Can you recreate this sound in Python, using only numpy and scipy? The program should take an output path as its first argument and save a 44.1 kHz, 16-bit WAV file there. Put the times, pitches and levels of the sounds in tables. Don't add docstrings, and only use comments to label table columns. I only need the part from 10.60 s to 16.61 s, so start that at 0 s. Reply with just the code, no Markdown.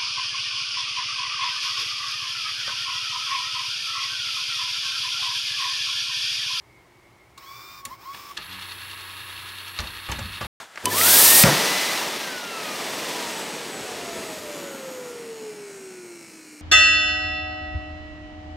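import sys
import numpy as np
from scipy import signal
from scipy.fft import rfft, irfft, next_fast_len
from scipy.io import wavfile

SR = 44100
rng = np.random.default_rng(int(sys.argv[2]) if len(sys.argv) > 2 else 0)


def store_wav(level_fs):
    pcm = np.round(np.clip(np.atleast_2d(level_fs), -1, 1) * 32767)
    wavfile.write(sys.argv[1], SR, pcm.T.astype(np.int16))


N = 265085
TIME_S = np.arange(N) / SR
BINS_HZ = np.fft.rfftfreq(1024, 1 / SR)
FRAMES_S = np.arange(N // 256 + 5) * 256 / SR

POWER_ON_S, CHOKE_S, POWER_OFF_S = .232, .837, 1.314
TOP_HZ = 2050

# centre in Hz, width in Hz, gain in dB.
CAVITY_MODES = [(230, 49, -4.5), (434, 48, 4), (730, 48, -2), (760, 190, 0), (980, 110, 2.5),
                (1090, 130, -2.5), (1270, 180, 1.5), (1480, 210, -2.5), (1920, 370, 2), (3470, 90, 2.5)]
# frequency in Hz, gain in dB.
MOTOR_COLOUR = [(500, -15), (1000, -1), (1400, 1.5), (1850, 0.5), (2300, 1.5), (2700, 2), (3000, -1.5),
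                (3500, -18), (4200, -0.5), (7400, -0.5), (9500, -1), (10300, -7.5), (14300, -14.5),
                (15200, -37)]


def amp(db):
    return 10 ** (np.asarray(db) / 20)


def unit_rms(x):
    return x / np.sqrt(np.mean(x ** 2) + 1e-20)


def colour_db(points, hz):
    points_hz, db = np.transpose(points)
    return np.interp(np.log(hz + 1e-6), np.log(points_hz), db)


def peaks_db(modes, hz=BINS_HZ):
    return sum(db / (1 + (2 * (hz - centre_hz) / width_hz) ** 2) for centre_hz, width_hz, db in modes)


def gate(start_s, stop_s, rise_s, fall_s):
    return fade_in(start_s, rise_s) * np.clip(1 - (TIME_S - stop_s) / fall_s, 0, 1)


def fade_in(start_s, rise_s):
    return np.clip((TIME_S - start_s) / rise_s, 0, 1)


def per_frame(control):
    return np.interp(FRAMES_S, TIME_S, control)[:, None]


def octaves_down(whine_hz):
    return np.log2(TOP_HZ / whine_hz)


def wander(rate_hz):
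    size = next_fast_len(N, real=True)
    slow = rfft(rng.standard_normal(size)) / (1 + (np.fft.rfftfreq(size, 1 / SR) / rate_hz) ** 4)
    return unit_rms(irfft(slow, size)[:N])


def turbulence(flutter_db, rate_hz):
    return unit_rms(rng.standard_normal(N) * amp(flutter_db * wander(rate_hz)))


def coloured(x, points, tilt_db_oct=0):
    size = next_fast_len(len(x))
    hz = np.fft.rfftfreq(size, 1 / SR)
    gain = amp(colour_db(points, hz) + tilt_db_oct * np.log2(np.maximum(hz, 500) / 2000))
    return unit_rms(irfft(rfft(x, size) * gain, size)[:len(x)])


def shaped(x, gain_db, band_hz):
    gain = amp(gain_db) * np.ones((len(FRAMES_S), 1))
    inside = (BINS_HZ >= band_hz[0]) & (BINS_HZ <= band_hz[1])
    gain /= np.sqrt((gain ** 2 * inside).mean(1, keepdims=True))
    spectra = signal.stft(np.pad(x, (0, 2048)), nperseg=1024, noverlap=768)[2][:, :len(FRAMES_S)]
    return signal.istft(spectra * gain.T, nperseg=1024, noverlap=768)[1][:N]


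def rustle(room_db=-51):
    # centre in seconds, half length in seconds, level in dB.
    rustles = [(0, 0.043, -41.5), (0.258, 0.076, -42)]
    # frequency in Hz, gain in dB.
    rustle_colour = [(35, -62), (60, -18), (564, -9), (619, -5.5), (1330, -4), (1710, -3.5), (2710, -10),
                     (3190, -8.5), (5430, -15), (7330, -15), (15000, -29)]
    level = amp(room_db) + sum(amp(db) * np.exp(-((TIME_S - s) / span) ** 2) for s, span, db in rustles)
    hiss = shaped(rng.standard_normal(N), colour_db(rustle_colour, BINS_HZ), band_hz=(400, 5000))
    return hiss * level * gate(0, .28, .00056, .05)


def hand_bumps(level_db=-58):
    lumps = turbulence(flutter_db=3, rate_hz=10)
    bumps = coloured(lumps, [(15, -25), (40, -16), (80, -2), (140, -6), (400, -50), (2000, -90)])
    return bumps * amp(level_db) * gate(3.13, 3.7, .08, .42)


def clicks(gain_db=-8.5, tail_db=-36, tail_t60_s=.25):
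    # start in seconds, relative level in dB, tilt in dB per octave, t60 in seconds.
    snaps = [(.158, -24, -2, 0.02), (.175, -18, -7, 0.033), (.252, -24, -1, .015), (.2558, -1.5, 8, 0.018),
             (0.382, -9, 0, 0.029), (.412, -9, -.5, 0.045), (0.8368, 5, -1, 0.015)]
    # frequency in Hz, gain in dB.
    snap_colour = [(100, -27), (900, -0.5), (2200, 10), (3300, 2.5), (5000, 2.5), (9000, -8), (12500, -16),
                   (15500, -27)]
    out, t = np.zeros(N), TIME_S[:8192]
    for start_s, db, tilt_db_oct, t60_s in snaps:
        noise = coloured(rng.standard_normal(len(t)), snap_colour, tilt_db_oct)
        decay = amp(-60 * t / t60_s) + amp(tail_db - 60 * t / tail_t60_s)
        out[round(start_s * SR):][:len(t)] += amp(db + gain_db) * noise * decay
    return out


def choke_thump(flap_db=-11.5, flap_t60_s=.42, flap_rise_s=.013):
    # frequency in Hz, level in dB, rise in seconds, t60 in seconds.
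    body_modes = [(169, 4, 0.0041, 0.047), (141.3, -7.5, 0.016, 0.19), (202, -24, 0.0089, 0.11),
                  (78.7, -20, 0.012, 0.17), (560, -12, 0.0085, 0.13)]
    # frequency in Hz, gain in dB.
    flap_colour = [(30, -31), (70, -19), (150, 5), (260, -3.5), (580, -2), (900, -5.5), (1900, -8),
                   (4000, -46), (12000, -38)]
    t = np.maximum(TIME_S - CHOKE_S, 0)
    boom = np.zeros(N)
    for hz, db, rise_s, t60_s in body_modes:
        attack = 1 - np.exp(-(t / rise_s) ** 2)
        boom += attack * amp(db - 60 * t / t60_s) * np.cos(2 * np.pi * hz * t)
    flap_level = amp(flap_db - 60 * t / flap_t60_s) * (1 - np.exp(-t / flap_rise_s))
    return boom + flap_level * coloured(rng.standard_normal(N), flap_colour)


def mains_hum(hum_hz=100, start_db=-40, sag_db_per_s=12):
    # start in seconds, length in seconds, frequency in Hz, level in dB.
    start_tones = [(0.256, 0.032, 1000, -23), (0.258, 0.033, 3030, -32), (0.278, 0.032, 1000, -31),
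                   (0.308, 0.027, 1760, -28)]
    hum = np.sin(2 * np.pi * hum_hz * TIME_S)
    level_db = start_db - sag_db_per_s * (TIME_S - POWER_ON_S)
    out = hum * amp(level_db) * gate(POWER_ON_S, CHOKE_S, .013, .1)
    for start_s, length_s, hz, db in start_tones:
        arch = np.sin(np.pi * np.clip((TIME_S - start_s) / length_s, 0, 1))
        out += amp(db) * arch * (1 + .3 * hum) * np.sin(2 * np.pi * hz * TIME_S)
    return np.sqrt(2) * out


def fan_rumble(whine_hz, swell_db, base_db=-40, fall_db_oct=3, surge_s=.046):
    # frequency as a multiple of the whine pitch, gain in dB.
    eddy_colour = [(.1, 3.5), (.3, -1.5), (.65, -3), (.9, -6.5), (1.3, -11.5), (2, -17), (5, -35.5)]
    eddy_db = colour_db(eddy_colour, BINS_HZ / np.maximum(per_frame(whine_hz), 250))
    low_cut_db = colour_db([(25, -47), (60, -23), (100, -23), (150, -5.5), (200, 3.5)], BINS_HZ)
    gain_db = eddy_db + low_cut_db + peaks_db(CAVITY_MODES)
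    eddies = shaped(turbulence(flutter_db=1.5, rate_hz=25), gain_db, band_hz=(120, 330))
    surge_db = 11.5 * np.exp(-np.maximum(TIME_S - POWER_ON_S, 0) / surge_s)
    level_db = base_db - fall_db_oct * octaves_down(whine_hz) + .63 * swell_db + surge_db
    return eddies * amp(level_db) * fade_in(POWER_ON_S, .013)


def brush_rasp(whine_hz, cycles_per_turn=6, spots=72, memory=.94, base_db=-35, fall_db_oct=6.5):
    # centre in Hz, width in Hz, peak gain in dB, time of peak in seconds, span in seconds.
    housing_modes = [(7890, 390, 10, 2.93, 1.1), (10700, 510, 10, 3.65, 0.53), (12050, 770, 15, 4.05, 0.66),
                     (6750, 320, 10, 4.34, 2), (8140, 240, 10, 5.3, 1.), (2250, 210, 10.5, 5.6, 1),
                     (1398, 196, 10.5, 4.403, 0.74), (4080, 73, 9, 5.7, 1.4), (5470, 300, 6, 5.4, 1.1)]
    turns = np.cumsum(whine_hz / cycles_per_turn) / SR
    spot_turns = np.arange(int(turns[-1]) + 1)[:, None] + (np.arange(spots) + rng.random(spots)) / spots
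    grip = signal.lfilter([1], [1, -memory], rng.standard_normal(spot_turns.shape), axis=0).ravel()
    catch_samples = np.interp(spot_turns.ravel(), turns, np.arange(N), right=N)
    impulses_4x = np.bincount(np.round(4 * catch_samples).astype(int), grip, 4 * N)[:4 * N]
    catches = unit_rms(signal.resample_poly(impulses_4x, 1, 4) / np.sqrt(whine_hz + 100))
    scrape = 150 / np.maximum(whine_hz, 300) * rng.standard_normal(N)
    modes = [(hz, width_hz, db * np.exp(-((FRAMES_S[:, None] - peak_s) / span_s) ** 2))
             for hz, width_hz, db, peak_s, span_s in housing_modes]
    gain_db = colour_db(MOTOR_COLOUR, BINS_HZ) + peaks_db(modes)
    rasp = shaped(unit_rms(catches + scrape), gain_db, band_hz=(6000, 10000))
    return rasp * amp(base_db - fall_db_oct * octaves_down(whine_hz)) * fade_in(1.74, 1)


def fan_whine(whine_hz, inlet_open, powered_db=9, open_db=2.5, notch_fill=.87):
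    # pitch in Hz, level in dB.
    housing_colour = [(300, -49.5), (335, -49.5), (358, -42.5), (455, -38), (570, -41.8), (700, -41.5),
                      (950, -40.5), (1400, -40), (2000, -40.5)]
    # centre in Hz, width in Hz, gain in dB.
    notches = [(805, 85, -13.5), (1120, 81, -15), (1780, 150, -18)]
    # harmonic number, level in dB at a 500 Hz whine before colouring, dB per octave of speed.
    overtones = [(2, -59.5, 9.5), (4, -66, -2)]
    phase = 2 * np.pi * np.cumsum(whine_hz) / SR
    load_db = powered_db * gate(POWER_ON_S, POWER_OFF_S, .02, .1) + open_db * inlet_open
    notch_db = peaks_db(notches, whine_hz) * (1 - notch_fill * inlet_open)
    housing_db = colour_db(housing_colour, whine_hz) + notch_db
    tone = np.sin(phase) * amp(housing_db + load_db + 1.7 * wander(rate_hz=9.9))
    for k, db, growth_db_oct in overtones:
        level_db = db + growth_db_oct * np.log2(whine_hz / 500) + colour_db(MOTOR_COLOUR, k * whine_hz)
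        tone += np.sin(k * phase) * amp(level_db + 3 * wander(rate_hz=4.9))
    return np.sqrt(2) * tone * fade_in(.31, .03)


def air_rush(whine_hz, swell_db, inlet_open, base_db=-24.5, fall_db_oct=10):
    # frequency in Hz, gain in dB.
    rush_colour = [(40, -38), (200, -25), (600, 1), (1000, -1.5), (1500, -1.5), (2600, -0.8), (4000, -3),
                   (5800, -6), (7300, -12), (9300, -13), (10600, -17.5), (12300, -16.5), (15500, -23.5)]
    slowing_oct = octaves_down(whine_hz)
    tilt_db_oct = 2.5 + 3 * inlet_open - 1.34 * slowing_oct ** 2 + .16 * swell_db
    treble_db = per_frame(tilt_db_oct) * np.log2(np.maximum(BINS_HZ, 2500) / 2500)
    gain_db = colour_db(rush_colour, BINS_HZ) + peaks_db(CAVITY_MODES) + treble_db
    air = shaped(turbulence(flutter_db=.6, rate_hz=40), gain_db, band_hz=(900, 5000))
    return air * amp(base_db - fall_db_oct * slowing_oct + swell_db) * fade_in(POWER_ON_S, .032)


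def inlet_jet(whine_hz, base_db=-8, fall_db_oct=20, limit_db=-14):
    # frequency in Hz, gain in dB.
    jet_colour = [(40, -47), (300, -34), (1500, -16), (4000, -6), (6000, -7), (7500, -2.5), (8500, 0.5),
                  (9500, 2.5), (10400, -3), (12000, 3.5), (13800, -2), (15500, 0)]
    flow = turbulence(flutter_db=.8, rate_hz=81)
    hiss = shaped(flow, colour_db(jet_colour, BINS_HZ), band_hz=(8000, 15000))
    level_db = np.minimum(base_db - fall_db_oct * octaves_down(whine_hz), limit_db)
    return hiss * amp(level_db) * gate(.26, CHOKE_S - .01, .02, .014)


def rotor_whine_hz(spin_up_s=.184, bend=.814, coast_s=6.181, drag_hz=431):
    driven_s = np.clip(TIME_S, POWER_ON_S, POWER_OFF_S) - POWER_ON_S
    reached_hz = TOP_HZ * (1 - np.exp(-(driven_s / spin_up_s) ** bend))
    coasted_s = np.maximum(TIME_S - POWER_OFF_S, 0)
    return np.maximum(drag_hz * np.tan(np.arctan(reached_hz / drag_hz) - coasted_s / coast_s), 1)


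def scene():
    # time in seconds, gain in dB.
    swell = [(.35, 4.5), (.55, 7.5), (1.3, -2.5), (1.88, -7.5), (2.12, -2), (2.55, 2), (3.1, -0.7),
             (3.35, 2), (4, 0.5), (5.2, -6.5), (6, -13)]
    # frequency in Hz, left minus right level in dB.
    stereo_level = [(1000, 0), (1700, 2.5), (2700, 0), (7500, 0), (9300, 0), (11500, 0)]
    # frequency in Hz, left minus right phase in radians.
    stereo_phase = [(850, 0), (1300, -0.033), (1750, 0.42), (2250, -0.21), (2900, 0.0025), (8300, 0),
                    (9500, -0.58), (10200, 0.4), (11000, 0)]
    whine_hz = rotor_whine_hz()
    swell_db = np.interp(TIME_S, *np.transpose(swell))
    inlet_open = gate(POWER_ON_S, CHOKE_S, .02, .08)
    air = inlet_jet(whine_hz) + air_rush(whine_hz, swell_db, inlet_open) + fan_rumble(whine_hz, swell_db)
    motor = fan_whine(whine_hz, inlet_open) + brush_rasp(whine_hz) + mains_hum()
    spectrum = rfft(air + motor + clicks() + choke_thump() + rustle() + hand_bumps())
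    hz = np.fft.rfftfreq(N, 1 / SR)
    phase_rad = colour_db(stereo_phase, hz)
    to_left = amp(colour_db(stereo_level, hz) / 2) * np.exp(1j * phase_rad / 2)
    return np.array([irfft(spectrum * to_left, N), irfft(spectrum / to_left, N)])


def record(dry, low_hz=45, high_hz=15800):
    thin = signal.sosfilt(signal.butter(2, low_hz, "high", fs=SR, output="sos"), dry)
    low_pass = signal.firwin(511, high_hz, window=("kaiser", 9), fs=SR)
    return signal.oaconvolve(thin, low_pass[None], "same")


dry = scene()
out = record(dry)
store_wav(out)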